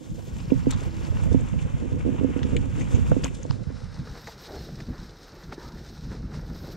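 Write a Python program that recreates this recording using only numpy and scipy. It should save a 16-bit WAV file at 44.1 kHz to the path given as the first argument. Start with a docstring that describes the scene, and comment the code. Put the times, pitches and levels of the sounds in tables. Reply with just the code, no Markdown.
"""A chest camera rides a mountain bike down a leafy trail. From the start, noise in short lumps buffets its
ports (wind), crumbly noise bands roll and hiss (tyres), and a faint sine hum comes and goes in the first second
or so. From 0.4 s banded bursts snap (twigs), short low sine cycles thump and impulses ring the mount's modes
(knocks), densest around 2 to 3.3 s; a swish of filtered noise dies away by 1.35 s. From 3.4 to 4.75 s the
camera fades from its stereo pair of ports to one sheltered mono port of another colour; after 4.5 s resonant
noise scrapes the ground."""
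import sys
import numpy as np
from scipy import signal
from scipy.fft import rfft, irfft, next_fast_len
from scipy.io import wavfile
from scipy.ndimage import uniform_filter1d, map_coordinates

SR = 44100
rng = np.random.default_rng(int(sys.argv[2]) if len(sys.argv) > 2 else 0)


def bounce(signal):
    """Save signal as a 16-bit WAV file at the path given by the first command-line argument."""
    frames = np.transpose(np.atleast_2d(signal))
    limited = np.clip(frames, -1, 1)
    pcm = np.round(limited * 32767).astype(np.int16)
    wavfile.write(sys.argv[1], SR, pcm)


N = 298468

# Share of the stereo pair still heard. Each row: time in seconds, bass in dB, treble in dB.
PAIR_SHARE = [(0, -3.5, 1.5), (3.4, -2.5, 0), (3.6, -0.5, -7), (3.75, -1, -11.5), (3.9, -1.5, -22),
              (4.1, -10.5, -36), (4.4, -29, -50), (4.75, -71, -70), (6.77, -70, -70)]
# Wind, relative side level on the pair. 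Each row: time in seconds, level in dB.
WIND_SPREAD = [(0, 1), (.3, 0), (1.2, 3.5), (1.8, 2.5), (2.7, -1), (3, 4.5), (3.6, -3.5), (6.77, -6)]
# Airborne sound on the pair, side over mid. Each row: frequency in Hz, ratio in dB.
SIDE_OVER_MID = [(60, 4.5), (110, 6.5), (200, 13.5), (380, -0.5), (700, 5.5), (1290, 0.5), (2380, -4),
                 (4400, -13), (8120, 2.5), (15000, 1)]
# Mid-side likeness, positive to the left. Each row: frequency in Hz, likeness from -1 to 1.
LEAN = [(60, -0.59), (130, -1.3), (300, -0.88), (700, -0.42), (1300, 0.6), (2400, 0.14), (4400, .15),
        (8000, 0.18)]
# Left leading right. Each row: frequency in Hz, lead from -1 to 1.
LEAD = [(60, 0.35), (250, 0.92), (500, -1), (900, 0.98), (1500, 1), (1900, -.7), (3000, -0.82), (6000, 0.4),
        (8200, 1), (11000, 0)]

# Spectra, first through the pair, then through the single port.
# Each row: frequency in Hz, relative density in dB per Hz.
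WIND_SPECTRA = ([(15, -62.5), (25, -6), (107, 1.5), (204, -12.5), (240, -9), (310, -34), (530, -120)],
                 [(15, -34), (25, -5), (48, 1.5), (112, -7), (145, -1), (320, -16.5), (420, -41),
                 (700, -120)])
ROLL_SPECTRA = ([(150, -24), (250, -6), (328, -7.5), (371, -17.5), (501, -4), (800, -31.5), (1040, -61),
                 (1760, -120)], [(150, -32), (250, -0.5), (280, -5), (345, 2), (620, -9), (800, -13.5),
                 (1040, -33), (1760, -120)])
TREAD_SPECTRA = ([(410, -66), (700, -2.5), (953, 2), (1190, -1.5), (1570, -1.5), (1790, -4.5), (2740, -2.5),
                  (3600, -14.5), (4680, -39), (7920, -120)], [(410, 7), (700, -4.5), (800, 1), (1110, -3),
                  (1390, 0), (1840, -4), (3200, -21.5), (4160, -50), (7040, -120)])
LEAVES_SPECTRA = ([(2900, -3.5), (3600, -1), (3910, -6.5), (4770, -7), (5970, -3.5), (7570, -3),
                  (8390, -11.5), (11300, -22), (12300, -50)], [(1880, -13), (3200, -10), (3340, -9.5),
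                  (3890, -2), (4640, -4.5), (5360, -2.5), (7130, -16), (8760, -18), (11000, -35.5),
                  (14300, -67), (22000, -120)])
FIZZ_SPECTRA = ([(6760, -12), (11500, -8), (13100, -31), (15600, -34)], [(6590, -26), (11200, -28.5),
                 (11800, -3.5), (12500, 1.5), (13100, -2), (15600, -10.5)])
# Swish, one spectrum. Each row: frequency in Hz, relative density in dB per Hz.
SWISH_SPECTRUM = [(3300, -11), (3800, -5), (5400, -3), (6200, -17)]

# Steady buffeting of the ports. Each row: time in seconds, level in dB.
GUSTS = [(0.0, -53), (0.13, -40), (0.4, -34), (1.43, -34.5), (1.6, -34), (2.69, -29.5), (3.28, -28.5),
         (3.67, -38.5), (3.92, -37), (4.28, -49), (4.52, -48), (4.79, -42.5), (5.26, -50), (5.52, -48),
         (5.66, -45), (6.09, -39.5), (6.2, -35), (6.77, -36.5)]
# Single strong eddies. Each row: top in seconds, level in dB, length in seconds.
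BUFFETS = [(0.11, -29, 0.021), (0.57, -27.5, 0.036), (0.68, -28.5, 0.032), (0.75, -30, 0.046),
           (0.88, -31, 0.035), (1.16, -25, 0.03), (1.22, -40, 0.056), (1.32, -26.5, 0.15),
           (1.44, -33.5, 0.042), (1.55, -29, 0.067), (1.66, -26.5, 0.02), (1.75, -34.5, .04),
           (1.83, -30, 0.018), (1.94, -27.5, 0.057), (2.26, -34.5, 0.076), (2.43, -28, 0.033),
           (2.56, -25, 0.058), (2.96, -24, 0.049), (3.11, -26, 0.033), (3.51, -33, 0.012),
           (3.62, -33.5, 0.023), (3.69, -33.5, 0.036), (4.01, -32.5, 0.033), (4.11, -35.5, 0.054),
           (4.6, -38, 0.1), (4.9, -26, 0.038), (5.01, -34, 0.047), (5.48, -38, 0.056), (5.67, -37.5, 0.038),
           (5.75, -38.5, .03), (6.08, -34.5, 0.11), (6.24, -29.5, 0.03), (6.52, -38, 0.023)]

# Steady tyre sound. Each row: time in seconds, tread in dB, leaves in dB, fizz in dB.
TYRE_BED = [(0, -63, -60, -74), (.24, -57.5, -58, -67), (.58, -52, -59.5, -71.5), (1.07, -49.5, -57, -69.5),
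            (1.56, -51.5, -57.5, -77), (2.34, -49.5, -59.5, -77), (2.62, -51.5, -58, -79),
            (3.05, -50, -55.5, -70), (3.45, -56.5, -58.5, -83), (3.96, -53.5, -57.5, -79),
            (4.24, -51.5, -53.5, -63), (4.36, -53.5, -66, -77), (4.5, -48.5, -53.5, -65),
            (4.8, -57.5, -56, -70.5), (5.3, -54, -60, -72.5), (5.88, -56, -57, -70.5),
            (6.28, -59.5, -62.5, -77.5), (6.45, -55, -56.5, -70.5), (6.77, -54.5, -59, -73)]
# Steady casing roll. Each row: time in seconds, level in dB.
ROLL_BED = [(0, -54), (.36, -50), (.72, -49), (1.37, -40.5), (1.5, -49), (1.8, -47), (2.1, -46.5),
            (2.35, -50.5), (2.5, -48), (3.0, -42.5), (3.3, -47.5), (3.6, -46.5), (3.7, -58), (4.2, -64),
            (4.6, -47.5), (5.1, -56), (5.7, -52.5), (6.2, -57), (6.77, -45.5)]
# Hiss between tread and leaves. Each row: time in seconds, level in dB.
SWISH_BED = [(0, -77), (.3, -64), (1.2, -59), (1.35, -93), (6.77, -95)]
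# Wheels plough a heap of leaves. Each row: top in seconds, leaves in dB, fizz in dB, length in seconds.
RUSTLES = [(0.711, -39, -52, 0.0067), (0.852, -65, -65, .02), (1.077, -56, -71, 0.035),
           (1.235, -55.5, -68, .04), (2.752, -60.5, -78, 0.11), (2.916, -56, -74, 0.044),
           (3.25, -48, -62, 0.04), (3.349, -57, -80, 0.015), (4.296, -49.5, -62, 0.072),
           (4.427, -50, -63, 0.078), (4.545, -56.5, -69, 0.054), (4.623, -56.5, -64, 0.072),
           (4.997, -56.5, -73, 0.1), (5.242, -56, -71, 0.046), (5.435, -56, -71, 0.095),
           (5.538, -49, -66, 0.021), (5.647, -58, -69.5, .06), (5.868, -63, -74, 0.091),
           (6.15, -57, -79, 0.058), (6.358, -53.5, -76, 0.051), (6.598, -56.5, -61, 0.1),
           (6.722, -54, -59, 0.021)]
# Tyre scuffs the ground. Each row: top in seconds, casing in dB, tread in dB, length in seconds.
SCUFFS = [(3.704, -57, -48, 0.028), (4.163, -46.5, -51.5, 0.033), (4.28, -57, -43, 0.012),
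          (4.49, -52, -53, .04), (4.549, -48, -57, 0.052), (4.797, -43, -60, 0.019),
          (4.948, -58, -51, 0.14), (5.11, -52.5, -64, 0.045), (5.228, -53, -73, 0.043),
          (5.442, -57, -55.5, 0.14), (5.517, -43, -59, .03), (5.647, -58, -55, 0.061),
          (6.136, -49.5, -51.5, 0.05), (6.352, -51, -51, 0.17), (6.51, -42.5, -65, 0.035),
          (6.65, -52, -52, 0.035)]

# Blows on the mount. Each row: start in seconds, relative level in dB, hard edge over it in dB.
KNOCKS = [(0.516, -8.5, -27), (0.6655, -11.5, -35), (1.342, -9.5, -15), (1.536, -29, -1.5),
          (1.824, -38, -17), (1.916, -35, -7), (1.944, -26.5, -25), (2.047, -21, -30), (2.060, -15, -29),
          (2.072, -18.5, -32), (2.0867, -21.5, -30), (2.119, -23.5, -30), (2.208, -18.5, -30),
          (2.2414, -13, -34), (2.287, -25, -25), (2.301, -24, -25), (2.359, -17, -31), (2.413, -25, -30),
          (2.447, -25, -25), (2.462, -27, -30), (2.529, -20, -20), (2.557, -19, -30), (2.640, -30.5, -30),
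          (2.946, -23, -25), (3.1146, -23, 9.5), (3.162, -14.5, -35.5), (3.24, -26, 2), (3.4488, -27.5, 0),
          (3.699, -28.5, -14)]
# Bouts of the loose mount. Each row: top in seconds, relative level in dB, length in seconds.
CHATTER = [(0.03, -40.5, 0.12), (0.51, -26, 0.03), (0.66, -25, 0.012), (0.86, -37, 0.016),
           (1.31, -24.5, 0.027), (1.83, -22.5, 0.04), (1.94, -26.5, 0.057), (2.085, -20.5, 0.03),
           (2.15, -23.5, .04), (2.225, -16.5, 0.033), (2.30, -29, 0.05), (2.39, -26.5, 0.042),
           (2.465, -28, 0.063), (2.545, -23.5, 0.044), (2.65, -30, 0.068), (2.79, -26.5, 0.045),
           (2.95, -24.5, 0.057), (3.19, -43, 0.016), (3.26, -26, 0.023)]
# Modes of the mount. Each row: frequency in Hz, width in Hz, left gain, right gain.
MOUNT_MODES = [(165, 21, -0.12, 0.063), (216, 56, -0.071, 0.22), (264.1, 22, 0.0052, 0.89),
               (496, 41, -0.14, -0.25), (568, 83, 0.031, -0.1), (677, 61, 0.12, -0.069),
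               (907, 123, -0.045, 0.092)]
# Single low pushes. Each row: start in seconds, relative level in dB, frequency in Hz, # pan (positive to the
# left).
THUMPS = [(0.477, -17, 130, 0), (0.557, -19, 127, -12), (0.75, -21.5, 155, -10), (0.861, -16.5, 96, -4),
          (1.101, -17, 91.5, -6), (1.218, -18, 74, -6), (1.305, -10.5, 87, -3), (1.619, -21.5, 135, -8),
          (1.738, -19, 127, -14), (1.922, -15, 117, -4), (2.922, -20, 145, -10), (3.021, -17, 110, -13),
          (3.113, -12, 137, -16), (3.4995, -14.5, 126, -5), (3.669, -22.5, 150, -1.5),
          (3.992, -15.5, 135, 0), (4.578, -29, 60, 0), (4.821, -29.5, 110, 0), (5.5797, -23, 330, 0)]

# Twigs and leaves. Each row: start in seconds, relative level in dB, low band over it in dB,
# high band over it in dB, t60 in seconds, middle in Hz, low in Hz, high in Hz.
SNAPS = [(0.3817, -39, -22, -26, 0.15, 2600, 920, 6650), (0.501, -32.5, -4, -25, 0.047, 2650, 920, 6650),
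         (0.7067, -25, -5, 4, 0.039, 2200, 1200, 7200), (0.7223, -29.5, 5.5, -18, 0.037, 3700, 1070, 6650),
         (0.727, -32, 4, -20, 0.024, 3500, 1100, 6650), (0.7316, -32, 0, -3, 0.044, 3900, 990, 6650),
         (0.740, -35, -1, -8, 0.067, 3300, 1500, 6650), (1.233, -39, 8, 0, 0.04, 2600, 920, 7800),
         (1.407, -39.5, -2, 3.5, 0.029, 2600, 920, 7200), (1.584, -35, -7, -17, 0.1, 2600, 920, 6650),
         (2.3905, -28.5, -6, -20, 0.014, 2600, 1500, 5500), (2.430, -24, -3, -7.5, 0.028, 3300, 1710, 5660),
         (2.565, -22, 3.5, -8.5, 0.031, 3240, 2270, 7200), (2.8067, -29, -24, -7.5, 0.11, 2370, 920, 6500),
         (2.945, -31, -4, -1.5, 0.11, 2660, 920, 6550), (3.114, -40.5, 20, -1, 0.039, 2300, 1250, 6650),
         (3.234, -30, -3, -16, 0.025, 2200, 1200, 6650), (3.237, -25, -8, 0, 0.032, 3000, 1500, 4800),
         (3.2427, -23, -8, 4, 0.017, 3200, 1500, 6750), (3.2478, -22.5, -2.5, -12, 0.027, 2470, 1400, 7500),
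         (3.2562, -31, 11, -13, 0.03, 2780, 1030, 6650), (3.265, -29.5, -5, -18, 0.038, 2480, 1100, 6650),
         (3.277, -30, -12, -12, 0.077, 2400, 920, 7300), (3.430, -53, -7, 20.5, 0.02, 2600, 920, 6300),
         (3.494, -38, 0, -20, 0.11, 4100, 1290, 6650), (3.5076, -27, 5.5, -1, 0.015, 2900, 990, 4860),
         (4.2698, -39, 12, 0, 0.039, 4600, 1690, 6650), (4.271, -38.5, 11.5, -30, 0.072, 890, 510, 6650),
         (4.281, -31, -10, -30, 0.067, 755, 506, 6650), (4.7863, -45, 4, -13, 0.014, 4400, 1800, 6650),
         (4.8027, -35, 9, -12, 0.025, 4730, 1560, 6650), (5.093, -37, -8, -17, 0.022, 4300, 1600, 6650),
         (5.434, -42, -3, -17, 0.036, 4300, 1600, 6650), (5.5205, -40, 9.5, -24, 0.045, 3900, 1900, 6650),
         (5.522, -33, 10.5, -30, 0.034, 1400, 825, 6650), (5.542, -47, -3, -8, 0.03, 5300, 1900, 6650),
         (5.8607, -39, -3, -8, 0.059, 4300, 1300, 6650)]
# Resonance width over centre: middle, low and high band.
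SNAP_SPANS = [0.53, 0.79, 0.3]
# Drags over the ground. Each row: top in seconds, level in dB, length in seconds, low in Hz, high in Hz,
# width over pitch.
SCRAPES = [(4.507, -43, .04, 342, 700, 0.43), (4.547, -39.5, 0.044, 353, 640, 0.47),
           (4.58, -54, .05, 4300, 5060, .12), (4.66, -59, .05, 4000, 5400, .12),
           (4.97, -57, 0.09, 1100, 1700, .35), (5.594, -52.5, .05, 950, 1660, 0.18),
           (5.655, -49, 0.057, 946, 1265, .13), (5.715, -55, .055, 930, 1440, 0.17)]
# Faint hum. Each row: top in seconds, relative level in dB, length in seconds.
HUM_SWELLS = [(.05, -49, .1), (.15, -49, .1), (.37, -52, .07), (.87, -45, .1), (.96, -44, .09),
              (1.06, -46, .08)]

TOP_HZ = 15780
FLUTTER_DB, FLUTTER_PER_S = 2.5, 14  # gust wobble
FADE_DB, RISE_SHARE = 13, 0.81  # a swell's loss one length after its top; rise length over fall length
IDLE_CHATTER_DB = -54  # relative, between bouts, while the pair is heard
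ATTACK_SHARE = 0.028  # snap rise time constant over t60
CRISP_S = 0.025  # snaps with a longer t60 lose the click
CRACK_S, CRACK_SHARE = 0.0015, 0.8  # delay of the crack; its size over the whole burst


def amp(db):
    """Gain of a level in dB."""
    return 10 ** (np.asarray(db) / 20)


def unit(x):
    """x at rms 1."""
    return x / np.sqrt(np.mean(x ** 2) + 1e-20)


def along(points, hz):
    """(Hz, value) points on a log axis."""
    point_hz, values = np.transpose(points)
    return np.interp(np.log(hz + 1), np.log(point_hz + 1), values)


def curves(rows):
    """One value per sample for each column after the time."""
    time_s, *columns = np.transpose(rows)
    return [np.interp(np.arange(N) / SR, time_s, column) for column in columns]


def wobble(knots_per_s):
    """A smooth random curve."""
    knots = rng.standard_normal(int(N * knots_per_s / SR) + 4)
    return map_coordinates(knots, [np.arange(N) * knots_per_s / SR])


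def swells(rows, under_db=-200):
    """Level in dB of a bed plus swells given as (top s, top dB, length s); powers add."""
    t = np.arange(N) / SR
    power = amp(under_db) ** 2 * np.ones(N)
    for top_s, db, length_s in rows:
        near = slice(max(round((top_s - .5) * SR), 0), round((top_s + .5) * SR))
        u = (t[near] - top_s) / length_s
        u = np.where(u < 0, u / RISE_SHARE, u)
        power[near] += amp(db - FADE_DB * u ** 2) ** 2
    return 10 * np.log10(power)


def filtered(x, response):
    """x times a complex response of frequency."""
    m = next_fast_len(N + SR // 2)
    return irfft(rfft(x, m) * response(np.fft.rfftfreq(m, 1 / SR)), m)[..., :N]


def resonance(f, hz, width_hz):
    """Causal response of one mode, 1 at its top."""
    return 1j * f * width_hz / (hz * hz - f * f + 1j * f * width_hz)


def coloured(x, spectrum):
    """x through a spectrum closed at both ends, at rms 1."""
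    low_end = [(spectrum[0][0] * 0.99, -110)]
    high_end = [(spectrum[-1][0] * 1.5, -120)]
    shut = low_end + list(spectrum) + high_end
    return unit(filtered(x, lambda hz: amp(along(shut, hz))))


def crumbly(lump_db, lumps_per_s, grains_per_s, grain_db):
    """Two noises with shared lumps of level and scattered small decaying grains."""
    spikes = (rng.random(N) < grains_per_s / SR) * amp(grain_db + 3.1 * rng.standard_normal(N))
    lumps = amp(lump_db * wobble(lumps_per_s) + 3.13 * lump_db * wobble(lumps_per_s * 4))
    noise = lumps * rng.standard_normal((2, N))
    decay = amp(-60 * np.arange(600) / SR / 0.017)  # t60 of 17 ms
    return noise * (1 + signal.fftconvolve(spikes, decay)[:N])


def rest(share):
    """Gain that completes a share to unit power."""
    return np.sqrt(1 - share ** 2)


def ports(drive, spectra, pair_db, side_db=0):
    """Left and right: the pair hears mid and a partly related side; the single port takes over as it fades."""
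    lean = lambda hz: np.clip(along(LEAN, hz), -.95, .95)
    lead = lambda hz: np.clip(along(LEAD, hz), -.95, .95)
    side_gain = lambda hz: amp(along(SIDE_OVER_MID, hz))
    wide = coloured(drive, spectra[0])
    mono = coloured(drive[1], spectra[1])
    related = filtered(wide[0], lambda hz: (lean(hz) + 1j * lead(hz) * rest(lean(hz))) * side_gain(hz))
    unrelated = filtered(wide[1], lambda hz: rest(lean(hz)) * rest(lead(hz)) * side_gain(hz))
    share = np.clip(amp(pair_db), 0, 1)
    mid = share * wide[0] + rest(share) * mono
    side = share * amp(side_db) * (related + unrelated)
    return mid + [[1], [-1]] * side


def wind():
    """Eddies burst on the ports in short lumps; their strength, evened over 1/12 s, follows the gusts."""
    eddies = amp([3.6 * wobble(30.23), 2.34 * wobble(22)]) * rng.standard_normal((2, N))
    pair = ports(eddies, WIND_SPECTRA, curves(PAIR_SHARE)[0], curves(WIND_SPREAD)[0] - 3)
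    strength = np.sqrt(np.abs(uniform_filter1d(pair.mean(0) ** 2, SR // 12)) + 0.3)
    gust_db = swells(BUFFETS, curves(GUSTS)[0] + FLUTTER_DB * wobble(FLUTTER_PER_S))
    return amp(gust_db) * pair / strength


def tyres():
    """Casing roll, knobs on dirt and crushed leaves share the lumps of the ground."""
    tread_db, leaves_db, fizz_db = curves(TYRE_BED)
    leaves_db = swells([(s, db, length_s) for s, db, _, length_s in RUSTLES], leaves_db)
    fizz_db = swells([(s, db, length_s) for s, _, db, length_s in RUSTLES], fizz_db)
    tread_db = swells([(s, db, length_s) for s, _, db, length_s in SCUFFS], tread_db)
    bass_db, treble_db = curves(PAIR_SHARE)
    ground_db = .5 * wobble(14) + wobble(28)

    roll = amp(rolling_db() + .8 * ground_db) * ports(crumbly(1.2, 18, 9, -4), ROLL_SPECTRA, bass_db)
    tread = ports(crumbly(0.1, 9.5, 40, -0.29), TREAD_SPECTRA, treble_db)
    tread = amp(tread_db + 1.37 * ground_db) * tread
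    leaves = ports(crumbly(0.24, 12, 40, -0.42), LEAVES_SPECTRA, treble_db)
    leaves = amp(leaves_db + 1.54 * ground_db) * leaves
    swish = coloured(crumbly(0.7, 35, 30, 5.8)[0], SWISH_SPECTRUM)
    swish = amp(curves(SWISH_BED)[0] + 0.49 * ground_db) * swish

    # fizz: separate noises left and right, swapped for the second spectrum
    drive = crumbly(0.58, 17, 22, -14)
    share = np.clip(amp(bass_db), 0, 1)
    fizz = share * coloured(drive, FIZZ_SPECTRA[0]) + rest(share) * coloured(drive[::-1], FIZZ_SPECTRA[1])
    return roll + tread + leaves + swish + amp(fizz_db + .7 * ground_db) * fizz


def rolling_db():
    """Level of the casing roll and its scuffs."""
    return swells([(s, db, length_s) for s, db, _, length_s in SCUFFS], curves(ROLL_BED)[0])


def thumps():
    """One or two soft cycles each; on the pair a strong pan moves the weaker side the other way."""
    out = np.zeros((2, N + SR))
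    t = np.arange(SR // 10) / SR
    pair_s, pair_db, _ = np.transpose(PAIR_SHARE)
    for start_s, db, hz, pan in THUMPS:
        push = np.sin(2 * np.pi * hz * t) * t * hz * np.exp(1 - 1.6 * t * hz)
        side = np.tanh(pan / 6) * 4.2 * amp(np.interp(start_s, pair_s, pair_db))
        start = round(start_s * SR)
        out[:, start:start + len(t)] += amp(db - 2.0) * np.outer([1 + side, 1 - side], push)
    return out[:, :N]


def mount():
    """Blows and chatter ring the mount's modes; bending waves bring the treble first."""
    soft, hard = np.zeros(N), np.zeros(N)
    for start_s, db, edge_db in KNOCKS:
        soft[round(start_s * SR)] = amp(db + 56.5)
        hard[round(start_s * SR)] = amp(db + 61.5 + edge_db)

    taps = (rng.random(N) < 120 / SR) * amp(2.8 * rng.standard_normal(N)) * rng.choice([-1, 1], N)
    jolts = unit(unit(taps) + 0.38 * rng.standard_normal(N))
    chatter_db = swells(CHATTER, IDLE_CHATTER_DB + curves(PAIR_SHARE)[1])
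    chatter = amp(chatter_db + 28) * jolts

    blunt = lambda f, hz: 1 / (1 + 1j * f / hz) ** 4
    push = filtered(soft + chatter, lambda f: blunt(f, hz=705))
    # a hard blow drives the upper modes
    edge = filtered(hard, lambda f: resonance(f, 675, 330) * blunt(f, hz=1810))
    modes = lambda f: sum(np.array([[left], [right]]) * resonance(f, hz, width_hz)
                          for hz, width_hz, left, right in MOUNT_MODES)
    bending = lambda f: np.exp(-2j * np.pi * 0.0058 * (2 * np.sqrt(266 * f) - .3 * f))
    return filtered(push + edge, lambda f: modes(f) * bending(f))


def snaps():
    """Each snap is a click and a ragged noise burst ringing three bands; partly related sides on the pair."""
    out = np.zeros((2, N + SR))
    t = np.arange(SR // 5) / SR
    f = np.fft.rfftfreq(len(t), 1 / SR)
    for start_s, db, low_db, high_db, t60_s, middle_hz, low_hz, high_hz in SNAPS:
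        decay_s = max(t60_s, .005)
        crispness = 1 / (1 + (t60_s / CRISP_S) ** 4)
        shape = amp(-60 * t / decay_s) * (1 - np.exp(-t / (ATTACK_SHARE * decay_s)))
        shape = shape * (1 + 0.66 * crispness * np.exp(-((t - CRACK_S) / 0.00034) ** 2))  # the break
        ragged = amp(1.5 * np.repeat(rng.standard_normal(len(t) // 70 + 1), 70)[:len(t)])
        burst = shape * ragged * rng.standard_normal((3, 2, len(t)))
        # raggedness leaves the energy alone
        energy_root = np.linalg.norm(shape)
        burst = burst * energy_root / np.linalg.norm(burst, axis=-1, keepdims=True)
        burst[..., round(CRACK_S * SR)] += CRACK_SHARE * crispness * energy_root

        hz = np.array([middle_hz, low_hz, high_hz])[:, None, None]
        width_hz = hz * np.array(SNAP_SPANS)[:, None, None]
        gains = amp(db + np.array([0, low_db, high_db]))[:, None, None]
        bands = gains * resonance(f, hz, width_hz) ** 3 * np.sqrt(SR / width_hz)
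        start = round(start_s * SR)
        out[:, start:start + len(t)] += irfft((rfft(burst) * bands).sum(0), len(t))
    mid, other = out[:, :N]
    side = amp(curves(PAIR_SHARE)[1]) * (0.16 * mid + 0.4 * other)  # a little to the left
    return amp(-9.5) * (mid + [[1], [-1]] * side)


def scrape():
    """Dense rubbing noise in two resonances."""
    out = np.zeros(N)
    for top_s, db, length_s, low_hz, high_hz, span in SCRAPES:
        low = lambda f: resonance(f, low_hz, span * low_hz) ** 2
        high = lambda f: resonance(f, high_hz, span * high_hz) ** 2
        rub = filtered(rng.standard_normal(N), lambda f: low(f) - 0.49 * high(f))
        out += amp(swells([(top_s, db, length_s)])) * unit(rub)
    return out


def hum():
    """A narrow, slightly unsteady low tone, stronger on the right."""
    cycles = np.cumsum(326 + 1.5 * wobble(8)) / SR
    tone = amp(swells(HUM_SWELLS) + .7 * wobble(10)) * np.sin(2 * np.pi * cycles)
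    return tone * amp([[-1.5], [1.5]])


def scene():
    """Everything at the camera's ports."""
    return wind() + tyres() + thumps() + mount() + snaps() + scrape() + hum()


def record(dry):
    """The camera keeps nothing above its band limit."""
    return filtered(dry, lambda hz: hz < TOP_HZ)


dry = scene()
out = record(dry)
bounce(out)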